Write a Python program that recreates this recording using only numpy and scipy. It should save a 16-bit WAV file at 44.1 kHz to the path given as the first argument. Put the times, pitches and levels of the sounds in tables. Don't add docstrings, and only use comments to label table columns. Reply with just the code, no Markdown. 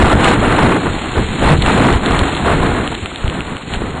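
import sys
import numpy as np
from scipy import signal
from scipy.fft import rfft, irfft
from scipy.io import wavfile
from scipy.ndimage import uniform_filter1d

SR = 44100
rng = np.random.default_rng(int(sys.argv[2]) if len(sys.argv) > 2 else 0)


def materialize(psi):
    bounded = np.clip(np.atleast_2d(psi).T, -1, 1)
    quanta = np.round(bounded * 32767).astype(np.int16)
    wavfile.write(sys.argv[1], SR, quanta)


N = 176400
T = np.arange(N) / SR
HZ = np.fft.rfftfreq(N, 1 / SR)


def amp(db):
    return 10 ** (np.asarray(db) / 20)


def unit(x):
    return x / np.sqrt(np.mean(x ** 2) + 1e-20)


def level(curve):
    return amp(np.interp(T, *np.transpose(curve)))


def coloured(x, colour):
    hz, db = np.transpose(colour)
    gain = amp(np.interp(np.log(HZ + 1), np.log(hz), db))
    return unit(irfft(rfft(x) * gain, N))


def flutter(depth_db, cutoff_hz=110):
    band = HZ / (HZ + 12) ** 1.5 / (1 + (HZ / cutoff_hz) ** 2)
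    swings = unit(irfft(rfft(rng.standard_normal(N)) * band, N))
    return unit(amp(depth_db * swings))


def flow(colour, steady_samples):
    noise = coloured(rng.standard_normal(N), colour)
    power = uniform_filter1d(uniform_filter1d(noise ** 2, steady_samples), steady_samples)
    return noise / np.sqrt(power + 1e-9)


def add(mix, start_s, sound):
    part = mix[round(start_s * SR):][:len(sound)]
    part += sound[:len(part)]


def saturate(x, ceiling, knee):
    return x / (1 + abs(x / ceiling) ** knee) ** (1 / knee)


# time_s, relative_level_db
GRIT_LEVEL = [(0.0, -34), (0.01, -34), (0.18, -37), (0.28, -28), (0.37, -39), (0.67, -37.5), (0.75, -39.5),
              (1.38, -37.5), (1.49, -31.5), (1.57, -38.5), (1.67, -33), (1.95, -34.5), (1.99, -43),
              (2.08, -35), (3.66, -45.5), (3.74, -36.5), (3.78, -43), (4.0, -47.5)]
# frequency_hz, gain_db
GRIT_SPECTRUM = [(200, -22), (900, -8.5), (2000, 5.5), (3200, 4.5), (4300, 2), (7000, -3.5), (8500, -9),
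                 (10000, -25.5), (12000, -60)]
def grit(gain_db=7, grains_per_s=1500, spread_db=1.5):
    sizes = amp(spread_db * np.minimum(rng.exponential(1, N), 4.5)) * rng.choice([-1, 1], N)
    strikes = rng.random(N) < grains_per_s / SR
    grains = coloured(sizes * strikes, GRIT_SPECTRUM)
    hiss = flow(GRIT_SPECTRUM, steady_samples=2000) * flutter(depth_db=3)
    return amp(gain_db) * level(GRIT_LEVEL) * (hiss + grains)


# start_s, relative_level_db, ring_hz
CASE_HITS = [(0.245, 5, 2850), (1.577, -16.5, 3600), (1.6215, -9.5, 3200), (1.6224, -4, 4000),
             (1.6255, -6.5, 3000), (1.6625, -2, 2900), (1.927, -8.5, 3300), (2.061, -6, 3600),
             (2.192, -3, 3300), (2.3505, -10, 3560), (2.367, -12, 3600), (2.8767, -8, 3000),
             (2.951, -11.5, 3300), (3.059, -8.5, 2890), (3.1597, -11, 3440), (3.2793, -11.5, 2940),
             (3.299, -11.5, 3100), (3.407, -8, 2690), (3.5683, -13.5, 2890), (3.738, -10, 3010),
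             (3.756, -16, 3300)]
def case_hits(gain_db=4.5, rise_s=0.00014, tick_decay_s=0.00036, knock_hz=1310, knock_decay_s=0.00048):
    out, t = np.zeros(N), np.arange(400) / SR
    for start_s, level_db, ring_hz in CASE_HITS:
        crack = 0.24 * rng.standard_normal(len(t))
        tick = (np.sin(2 * np.pi * ring_hz * t) + crack) * np.exp(-t / tick_decay_s)
        knock = 0.28 * np.sin(2 * np.pi * knock_hz * t) * np.exp(-t / knock_decay_s)
        hit = (tick - knock) * (1 - np.exp(-t / rise_s))
        add(out, start_s, amp(level_db + gain_db) * hit / abs(hit).max())
    return out


# start_s, length_s, level_db, pitch_hz
EDDY_SLAPS = [(0.151, 0.0091, -5, 34.8), (0.866, 0.0071, -5, 313), (1.177, 0.012, -10, 88),
              (1.425, 0.0072, -9.5, 500), (1.505, 0.051, -1, 149), (1.959, .018, -8, 73.4),
              (3.255, 0.016, -14.5, 40), (3.818, 0.0072, -13, 370)]
def eddy_slaps(sag=0.2, splash_db=-8.5):
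    out = np.zeros(N)
    roar_noise = amp(splash_db) * flow(ROAR_SPECTRUM, steady_samples=300)
    for start_s, length_s, level_db, pitch_hz in EDDY_SLAPS:
        progress = np.arange(0, length_s, 1 / SR) / length_s
        falling_hz = pitch_hz * (1 + sag * (0.5 - progress))
        swing = np.sin(2 * np.pi * np.cumsum(falling_hz) / SR)
        splash = roar_noise[round(start_s * SR):][:len(progress)]
        envelope = np.sin(np.pi * progress ** 0.52)
        add(out, start_s, amp(level_db) * envelope * (swing + splash))
    return out


# time_s, relative_level_db
WAKE_LEVEL = [(0.0, -3), (0.02, -14.5), (0.58, -14.5), (0.65, -8.5), (0.85, -19), (0.86, -17.5),
              (1.01, -27), (1.07, -18), (1.12, -33.5), (1.18, -10.5), (1.25, -25.5), (1.55, -10.5),
              (1.59, -23.5), (1.8, -7), (1.96, -13), (1.99, -21.5), (2.06, -15), (2.38, -23), (2.56, -15.5),
              (2.83, -17), (2.87, -23.5), (3.22, -34), (3.26, -24.5), (3.41, -21.5), (3.43, -33.5),
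              (3.55, -23), (3.61, -44.5), (3.64, -28), (3.84, -23), (4.0, -25.5)]
# frequency_hz, gain_db
WAKE_SPECTRUM = [(40, -21), (90, -4.5), (140, -1), (260, -1), (350, -4), (480, -9.5), (700, -36),
                 (2000, -69)]
def wake(gain_db=-1):
    rumble = flow(WAKE_SPECTRUM, steady_samples=1500) * flutter(depth_db=2.3)
    return amp(gain_db) * level(WAKE_LEVEL) * rumble


# time_s, level_db
BUFFET_LEVEL = [(0.0, -12), (0.03, -5.5), (0.12, -21), (0.15, -3.5), (0.18, -16.5), (0.46, -18.5),
                (0.48, -14), (0.6, -20), (0.63, -17.5), (0.83, -36), (0.88, -20), (0.98, -25), (1.15, -27),
                (1.19, -13.5), (1.29, -24.5), (1.32, -14), (1.38, -39), (1.41, -11.5), (1.68, -13),
                (1.75, -23), (1.8, -16.5), (1.85, -30), (1.97, -8.5), (2.0, -25), (2.21, -12), (2.33, -28),
                (2.57, -14.5), (3.0, -29.5), (3.03, -21.5), (3.09, -36.5), (3.2, -32), (3.26, -13.5),
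                (3.33, -31), (3.41, -24.5), (3.45, -32), (3.54, -28.5), (3.58, -47.5), (3.81, -16.5),
                (3.89, -29), (4.0, -31)]
# frequency_hz, gain_db
BUFFET_SPECTRUM = [(8, -19), (22, 0.5), (40, 1.5), (75, 4.5), (120, -6.5), (200, -8), (400, -33.5),
                   (1500, -63)]
def buffeting():
    return level(BUFFET_LEVEL) * flow(BUFFET_SPECTRUM, steady_samples=1800) * flutter(depth_db=4.5)


# time_s, relative_level_db
ROAR_LEVEL = [(0.0, -11.5), (0.11, -13.5), (0.13, -5.5), (0.15, -19), (0.27, -9.5), (0.33, -13),
              (0.39, -21), (0.46, -11.5), (0.48, -16.5), (0.52, -11.5), (0.56, -17.5), (0.58, -15),
              (0.59, -12), (0.77, -16.5), (0.79, -25), (0.86, -21.5), (0.87, -20), (0.89, -25), (1.14, -27),
              (1.18, -16.5), (1.25, -32.5), (1.3, -25.5), (1.37, -29), (1.44, -13), (1.5, -12),
              (1.6, -31.5), (1.63, -20.5), (1.7, -10.5), (1.71, -17), (1.87, -12), (1.93, -19.5),
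              (1.94, -17), (2.0, -27.5), (2.06, -17.5), (2.15, -16.5), (2.42, -24.5), (2.48, -11.5),
              (2.61, -22.5), (2.63, -15.5), (2.65, -17), (2.87, -23.5), (2.9, -33.5), (2.92, -23.5),
              (3.0, -37), (3.06, -28.5), (3.09, -34), (3.4, -25.5), (3.42, -31.5), (3.52, -27.5),
              (3.66, -37), (3.74, -24.5), (3.81, -32.5), (3.82, -27), (3.94, -30.5), (3.97, -23.5),
              (4.0, -29)]
# frequency_hz, gain_db
ROAR_SPECTRUM = [(60, -9.5), (250, -1.5), (400, 0), (590, -2), (740, .5), (1000, -1.5), (1400, -3),
                 (2000, -9), (3000, -17), (4300, -24.5), (7000, -29), (10000, -33)]
def roar(gain_db=1.5):
    rush = flow(ROAR_SPECTRUM, steady_samples=2000) * flutter(depth_db=1.95)
    return amp(gain_db) * level(ROAR_LEVEL) * rush


def scene():
    return (roar() + buffeting() + wake() + eddy_slaps() + grit() + case_hits())[None]


def record(dry, damped_from_hz=4340, damped_to_hz=6740, damped_db=-51, top_hz=10400):
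    overloaded = saturate(dry, ceiling=0.88, knee=3.8)
    in_band = (HZ > damped_from_hz) & (HZ < damped_to_hz)
    damped = irfft(rfft(overloaded) * amp(damped_db * in_band), N)
    clipped = saturate(damped, ceiling=0.61, knee=9)
    lowpass = signal.firwin(255, top_hz, window=("kaiser", 8), fs=SR)
    return signal.oaconvolve(clipped, lowpass[None], "same")


dry = scene()
out = record(dry)
materialize(out)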